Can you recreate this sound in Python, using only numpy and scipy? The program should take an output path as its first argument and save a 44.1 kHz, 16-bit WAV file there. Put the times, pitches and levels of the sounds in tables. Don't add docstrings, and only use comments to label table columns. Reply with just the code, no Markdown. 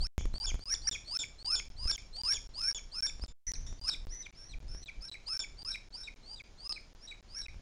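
import sys
import numpy as np
from scipy import signal
from scipy.fft import rfft, irfft
from scipy.io import wavfile
from scipy.ndimage import uniform_filter1d, minimum_filter1d

SR = 44100
rng = np.random.default_rng(int(sys.argv[2]) if len(sys.argv) > 2 else 0)


def transcribe(signal):
    frames = np.atleast_2d(signal).T
    limited = np.clip(frames, -1, 1)
    pcm = np.round(limited * 32767).astype(np.int16)
    wavfile.write(sys.argv[1], SR, pcm)


N = 335601
TIME = np.arange(N) / SR
LINK_TOP_HZ = 9650

# (frequency [Hz], relative spectral density [dB])
HISS_SPECTRUM = [(40, 10.5), (150, 6.5), (300, 2.5), (600, -1), (1200, -6), (2500, -9.5), (5000, -8),
                 (7200, -11.5), (8200, -59.5), (9500, -19), (11000, -26)]
# (frequency [Hz], relative spectral density [dB])
WIND_SPECTRUM = [(10, -7.5), (20, -0.5), (30, 2.5), (45, -11), (70, -14.5), (110, -22.5), (200, -34.5),
                 (400, -45), (1000, -54), (3000, -101.5)]
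# (peak time [s], level [dB], half-width [s])
WIND_GUSTS = [(0.017, -28, 0.034), (0.23, -31.5, 0.1), (0.518, -34, 0.051), (0.81, -45.5, 0.13),
              (1.625, -47, .15), (1.847, -39.5, 0.072), (2.325, -48, 0.4), (2.87, -49, 0.05),
              (3.233, -44.5, 0.18), (3.62, -39, 0.17), (4.064, -39, 0.07), (4.552, -42, 0.051),
              (4.7, -40.5, 0.085), (4.99, -37.5, 0.015), (5.6, -51.5, 0.16), (7.586, -47, 0.14)]
# (start [s], length [s], scoop time [s], push delay [s], push length [s], held pitch [Hz],
# top pitch [Hz], relative held level [dB], relative top level [dB], hoarseness [share of pitch])
WHISTLE_NOTES = [(0.005, 0.14, 0.0098, 0.042, 0.034, 4580.0, 5510.0, -34, -39.5, 0.0061),
                 (0.332, 0.13, 0.028, 0.11, 0.023, 4767, 5590, -38, -33, 0.0034),
                 (0.595, 0.15, 0.022, 0.11, 0.06, 4910, 5834, -44, -32.5, 0.004),
                 (0.815, 0.077, 0.019, 0.056, 0.0044, 4830.0, 5660, -40.5, -27.5, 0.013),
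                 (1.045, 0.14, 0.024, 0.091, 0.073, 4533, 5496, -44, -30, 0.0018),
                 (1.384, 0.17, 0.026, 0.11, 0.107, 4494, 5528, -43, -28.3, 0.0017),
                 (1.765, 0.15, 0.024, 0.12, 0.035, 5020, 5580, -42, -28.5, 0.0033),
                 (2.127, 0.21, 0.044, 0.16, 0.058, 4900, 5663, -36.5, -31, 0.0043),
                 (2.538, 0.18, 0.043, 0.14, 0.031, 5472, 5600.0, -33.5, -32, 0.0039),
                 (2.916, 0.149, 0.027, 0.135, 0.03, 5444, 5740, -35, -35.5, 0.0044),
                 (3.21, 0.042, 0.0043, 0.018, 0.026, 4500.0, 5400.0, -44, -44.5, 0.0049),
                 (3.374, 0.17, 0.041, 0.14, 0.014, 6100.0, 5700, -39, -42, 0.019),
                 (3.777, 0.12, 0.006, 0.09, 0.063, 4740.0, 5540, -49, -28.5, 0.0062),
                 (4.087, 0.14, 0.018, 0.054, 0.04, 6080, 5963, -44.5, -49.5, 0.0088),
                 (4.349, 0.17, 0.009, 0.098, 0.011, 5450, 5810, -55, -61.5, 0.013),
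                 (4.666, 0.18, 0.013, 0.11, 0.053, 5316, 5930, -53, -59.5, 0.02),
                 (5.002, 0.083, 0.007, 0.048, 0.012, 5250, 5480, -45.5, -46.9, 0.006),
                 (5.261, 0.15, 0.018, 0.077, 0.012, 5285, 5444, -34.5, -37.5, 0.0068),
                 (5.571, 0.15, 0.0075, 0.094, 0.08, 4684, 5540.0, -48, -40, 0.011),
                 (5.924, 0.12, 0.012, 0.044, 0.015, 4846, 5355, -40, -47.5, 0.018),
                 (6.231, 0.14, 0.047, 0.12, 0.008, 4893, 4800, -44, -58, 0.0026),
                 (6.578, 0.15, 0.042, 0.071, 0.01, 5066, 5180, -44, -39.5, 0.006),
                 (6.969, 0.094, 0.006, 0.051, 0.044, 4730.0, 5700, -67, -57, 0.0084),
                 (7.279, 0.14, 0.023, 0.07, 0.029, 4980.0, 5560, -51.5, -43, 0.017)]
# (multiple of the wobble rate [1], depth [dB re one sample])
WOBBLE_HARMONICS = [(1, -9), (2, -13.5), (3, -17), (4, -30.5)]
SLIP_TIMES = [.256, .341, .424, .725, .744, 1.173, 1.236, 1.6, 1.876, 1.897, 2.281, 2.325, 2.345, 2.638,
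              2.645, 2.709, 2.964, 3.006, 3.839, 3.881, 3.925, 5.333, 5.376, 5.696, 6.336]
# (start [s], end [s])
LINK_STALLS = [(.069, .18), (3.325, 3.468)]
# (start [s], length [s], pitch [Hz], sagged pitch [Hz], relative level [dB],
# last note length [s], last note level [dB])
YELP_NOTES = [(0.132, .048, 3510, 2956, -41.5, 0.0049, -35), (0.466, .039, 3463, 2960, -42, 0.012, -44),
              (0.746, 0.0076, 3524, 3480, -43.5, 0.0098, -56),
              (0.898, 0.054, 3658, 3196, -42, 0.016, -40.5), (1.187, 0.048, 3632, 3235, -42, 0.01, -38.5),
              (1.555, 0.039, 3510, 3130, -43, 0.011, -40), (1.914, 0.044, 3590, 3170, -45, 0.024, -45.5),
              (2.337, 0.035, 3490, 3130, -42.5, 0.015, -47.5),
              (2.732, 0.051, 3475, 3147, -45.5, .012, -48.5),
              (3.065, 0.029, 3610, 3414, -45.5, 0.0046, -41.5),
              (3.264, 0.014, 3590, 3550, -47.5, 0.0027, -47), (3.537, .018, 4280, 3600, -55, .005, -51),
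              (3.901, 0.041, 3870, 3430, -41, 0.0077, -46), (4.223, 0.037, 3930, 3070, -56, 0.0089, -44.5),
              (4.488, 0.046, 4200, 3040, -57, .011, -50), (4.826, 0.058, 4160, 3150, -53.5, 0.017, -43.5),
              (5.083, .057, 4004, 3865, -48, 0.0215, -45.5), (5.4, 0.039, 3577, 3280, -46.5, .013, -44),
              (5.711, 0.032, 3900, 3820, -44, 0.018, -40.5), (6.033, 0.041, 3830, 3680, -51, 0.017, -42),
              (6.363, .038, 3870, 3150, -56, .014, -45.5), (6.731, 0.029, 4140, 4050, -54.5, 0.022, -47.5),
              (7.071, 0.04, 3857, 3760, -49, .018, -47.5), (7.409, 0.048, 3950, 3730, -51.5, 0.029, -45.5)]
# (pitch [Hz], octave level [dB re the fundamental])
OCTAVE_BY_PITCH = [(3480, 2), (3640, -0.5), (3850, -18)]
# (time [s], peak level [dB])
LOW_THUMPS = [(0.182, -13), (.55, -24.5), (1.861, -26.5), (3.234, -29.5)]
# (time [s], peak level [dB])
SLIP_POPS = [(0.211, -32.5), (0.256, -37), (0.34, -30), (0.359, -38), (0.557, -36.5), (1.857, -34.5),
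             (3.199, -38.5), (3.241, -32), (3.729, -38.5), (4.07, -40)]
# (start [s], pitch [Hz], level [dB])
RING_TONES = [(3.555, 6020, -48.5), (3.667, 5750, -50.5), (3.667, 3650, -58.5), (3.667, 6980, -61)]


def from_db(db):
    return 10 ** (np.asarray(db) / 20)


def rms_one(x):
    return x / np.sqrt(np.mean(x ** 2) + 1e-20)


def drift(rate_hz, size, settle=4000):
    pole = np.exp(-2 * np.pi * rate_hz / SR)
    wander = signal.lfilter([1], [1, -2 * pole, pole * pole], rng.standard_normal(size + settle))
    return rms_one(wander[settle:])


def coloured_noise(spectrum):
    hz, db = np.transpose(spectrum)
    bins = np.maximum(np.fft.rfftfreq(N, 1 / SR), 1)
    gain = from_db(np.interp(np.log(bins), np.log(hz), db))
    return rms_one(irfft(rfft(rng.standard_normal(N)) * gain, N))


def low_pass(x, hz):
    return signal.sosfilt(signal.ellip(10, rp=.2, rs=80, Wn=hz, fs=SR, output="sos"), x)


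def add(out, start, sound):
    i = max(int(start * SR), 0)
    out[i:i + len(sound)] += sound[:N - i]


def note_time(start, end, fade_s):
    t = start + np.arange(max(int((end - start) * SR), 64)) / SR
    return t, np.clip(np.minimum(t - t[0], t[-1] - t) / fade_s, 0, 1)


def hiss(level_db=-62):
    return from_db(level_db) * coloured_noise(HISS_SPECTRUM)


def wind_strength(breeze_db=-54.5):
    gust_power = sum(from_db(db) ** 2 * np.exp(-((TIME - at) / half_s) ** 2)
                     for at, db, half_s in WIND_GUSTS)
    return np.sqrt(from_db(breeze_db) ** 2 + gust_power)


def wind():
    rumble = coloured_noise(WIND_SPECTRUM)
    local_rms = np.sqrt(uniform_filter1d(rumble ** 2, size=6000))
    return wind_strength() * rumble / local_rms


def ticks(per_s=16, spread_db=4, over_wind_db=1, median_cap_db=-42, top_hz=7000):
    onsets = rng.random(N) < per_s / SR
    level = np.minimum(wind_strength() * from_db(over_wind_db), from_db(median_cap_db))
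    clicks = onsets * level * from_db(spread_db * np.minimum(rng.standard_normal(N), 2))
    return signal.lfilter(*signal.butter(1, top_hz, fs=SR), clicks + 1e-18)


def syrinx_phase(hz, jitter):
    return 2 * np.pi * np.cumsum(hz * (1 + jitter * drift(310, len(hz)))) / SR


def whistles(scoop_from_hz=4000, scoop_db=23.5, swell_lag_s=0.0088, break_s=0.0059, break_fall=0.23,
             break_db=-4, flutter_db=2.0, waver_db=1.83, rasp_db=-22, attack_s=0.0012, trim_db=1.45):
    out = np.zeros(N)
    for note in WHISTLE_NOTES:
        start, length, scoop_s, push_after, push_s, held_hz, top_hz, held_db, top_db, hoarse = note
        t, envelope = note_time(0, length, fade_s=0.0008)
        push = .5 + .5 * np.tanh(2 * (t - push_after) / push_s)
        collapse = np.clip(1 - (length - t) / break_s, 0, 1) ** 2
        pitch = held_hz + (top_hz - held_hz) * push - (held_hz - scoop_from_hz) * np.exp(-t / scoop_s)
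        phase = syrinx_phase(pitch * (1 - break_fall * collapse), hoarse)
        swell_db = -scoop_db * np.exp(-t / (scoop_s + swell_lag_s))
        db = held_db + (top_db - held_db) * push + swell_db + break_db * collapse
        level = from_db(db + trim_db + flutter_db * drift(190, len(t)) + waver_db * drift(40, len(t)))
        rasp = 1 + from_db(rasp_db) * drift(600, len(t))
        attack = 1 - np.exp(-t / attack_s)
        add(out, start, np.sqrt(2) * envelope * attack * level * rasp * np.sin(phase))
    return out


def wood_echo(x, near_db=-22, near_t60=0.15, far_db=-11.5, far_t60=0.33, build_s=0.0075,
              turn_span_s=(1.8, 4.4), turn_db=1):
    t = np.arange(SR) / SR
    near = rng.standard_normal(SR) * from_db(-60 * t / near_t60) * (t > .002)
    far = rng.standard_normal(SR) * from_db(-60 * t / far_t60) * (1 - np.exp(-t / build_s))
    response = from_db(near_db) * near / np.linalg.norm(near)
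    response += from_db(far_db) * far / np.linalg.norm(far)
    into_trees = x * from_db(np.interp(TIME, turn_span_s, [0, turn_db]))
    return x + signal.fftconvolve(into_trees, response)[:N]


def limiter(x, ceiling_db=-22.0):
    gain = np.minimum(1, from_db(ceiling_db) / (np.abs(x) + 1e-9))
    return x * uniform_filter1d(minimum_filter1d(gain, size=200), size=200)


def clock_wobble(x, rate_hz=3890, random_db=-31):
    periodic = sum(from_db(db) * np.sin(2 * np.pi * k * rate_hz * TIME) for k, db in WOBBLE_HARMONICS)
    error = periodic + from_db(random_db) * rng.standard_normal(N)
    return x + np.gradient(x) * error


def crackle(x, per_s=140, size_db=-15, spread_db=6, fizz_db=-44):
    mistimed = rng.random(N) < per_s / SR
    grit = mistimed * from_db(size_db + spread_db * np.minimum(rng.standard_normal(N), 2))
    fizz = from_db(fizz_db) * rng.standard_normal(N)
    return x + np.gradient(x) * (grit + fizz)


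def clock_slips(x, per_s=20, skip_s=0.0028, treble_db=-7):
    jumps = rng.random(N) < per_s / SR
    jumps[(np.array(SLIP_TIMES) * SR).astype(int)] = True
    offsets = (rng.uniform(-1, 1, N) * skip_s * SR).astype(int)
    read_at = np.clip(np.arange(N) + offsets[np.cumsum(jumps)], 0, N - 1)
    slipped = x[read_at]
    treble = signal.sosfiltfilt(signal.butter(8, LINK_TOP_HZ, "high", fs=SR, output="sos"), slipped)
    return slipped - (1 - from_db(treble_db)) * treble


def dropouts(x, first_s=.383, frame_s=1024 / 48000, every_frames=12.304, lead_frames=.24,
             mute_s=.0175, sink_s=0.053):
    out = x.copy()
    lost_frames = np.floor(np.arange(lead_frames, N / SR / frame_s, every_frames))
    for start in first_s + frame_s * lost_frames:
        out[int(start * SR):int((start + mute_s) * SR)] = 0
    for start, end in LINK_STALLS:
        i, j = int(start * SR), int(end * SR)
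        out[i:j] = x[i] * np.exp(-TIME[:j - i] / sink_s)
    return out


def yelps(jitter=0.018, sag_power=2.81, flutter_db=1.5, trim_db=-.5,
          last_glide_hz=(2550, 2118), last_octave_db=-19):
    out = np.zeros(N)
    for start, length, hz, sag_hz, db, last_s, last_db in YELP_NOTES:
        t, envelope = note_time(0, length + 0.0024, fade_s=0.0018)
        sag = np.linspace(0, 1, len(t)) ** sag_power
        phase = syrinx_phase(hz + (sag_hz - hz) * sag, jitter)
        octave_db = np.interp(hz, *np.transpose(OCTAVE_BY_PITCH))
        tone = np.sin(phase) + from_db(octave_db) * np.sin(2 * phase)
        add(out, start, envelope * tone * from_db(db + trim_db + flutter_db * drift(220, len(t))))
        t, envelope = note_time(length - .001, length + last_s + .002, fade_s=.004)
        phase = syrinx_phase(np.linspace(*last_glide_hz, len(t)), jitter)
        tone = np.sin(phase) + from_db(last_octave_db) * np.sin(2 * phase)
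        add(out, start + t[0], envelope * tone * from_db(last_db + flutter_db * drift(190, len(t))))
    return np.sqrt(2) * out


def thumps(width_s=0.0046):
    out = np.zeros(N)
    for at, peak_db in LOW_THUMPS:
        u = (TIME - at) / width_s
        out += from_db(peak_db) * (1 - u ** 2 / 2) * np.exp(-u ** 2 / 2)
    return out


def slip_pops(relax_s=0.0041):
    impulses = np.zeros(N)
    for at, peak_db in SLIP_POPS:
        impulses[int(at * SR)] = from_db(peak_db) * rng.choice([-1, 1])
    return signal.lfilter([1], [1, -np.exp(-1 / (relax_s * SR))], impulses + 1e-18)


def rings(t60=0.38, blur=0.0314):
    out = np.zeros(N)
    t = np.arange(SR // 2) / SR
    for start, hz, db in RING_TONES:
        phase = syrinx_phase(np.full(len(t), hz), blur)
        add(out, start, np.sqrt(2) * from_db(db - 60 * t / t60) * np.sin(phase))
    return out


def scene():
    eagle = wood_echo(whistles() + yelps())
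    return (eagle + rings() + wind() + thumps() + slip_pops() + ticks() + hiss())[None]


def record(dry, line_noise_db=-91, cutoff_hz=16100):
    sent = low_pass(clock_wobble(limiter(dry[0])), LINK_TOP_HZ)
    received = dropouts(crackle(clock_slips(sent)))
    line_noise = from_db(line_noise_db) * rng.standard_normal(N)
    return low_pass(received + line_noise, cutoff_hz)[None]


dry = scene()
out = record(dry)
transcribe(out)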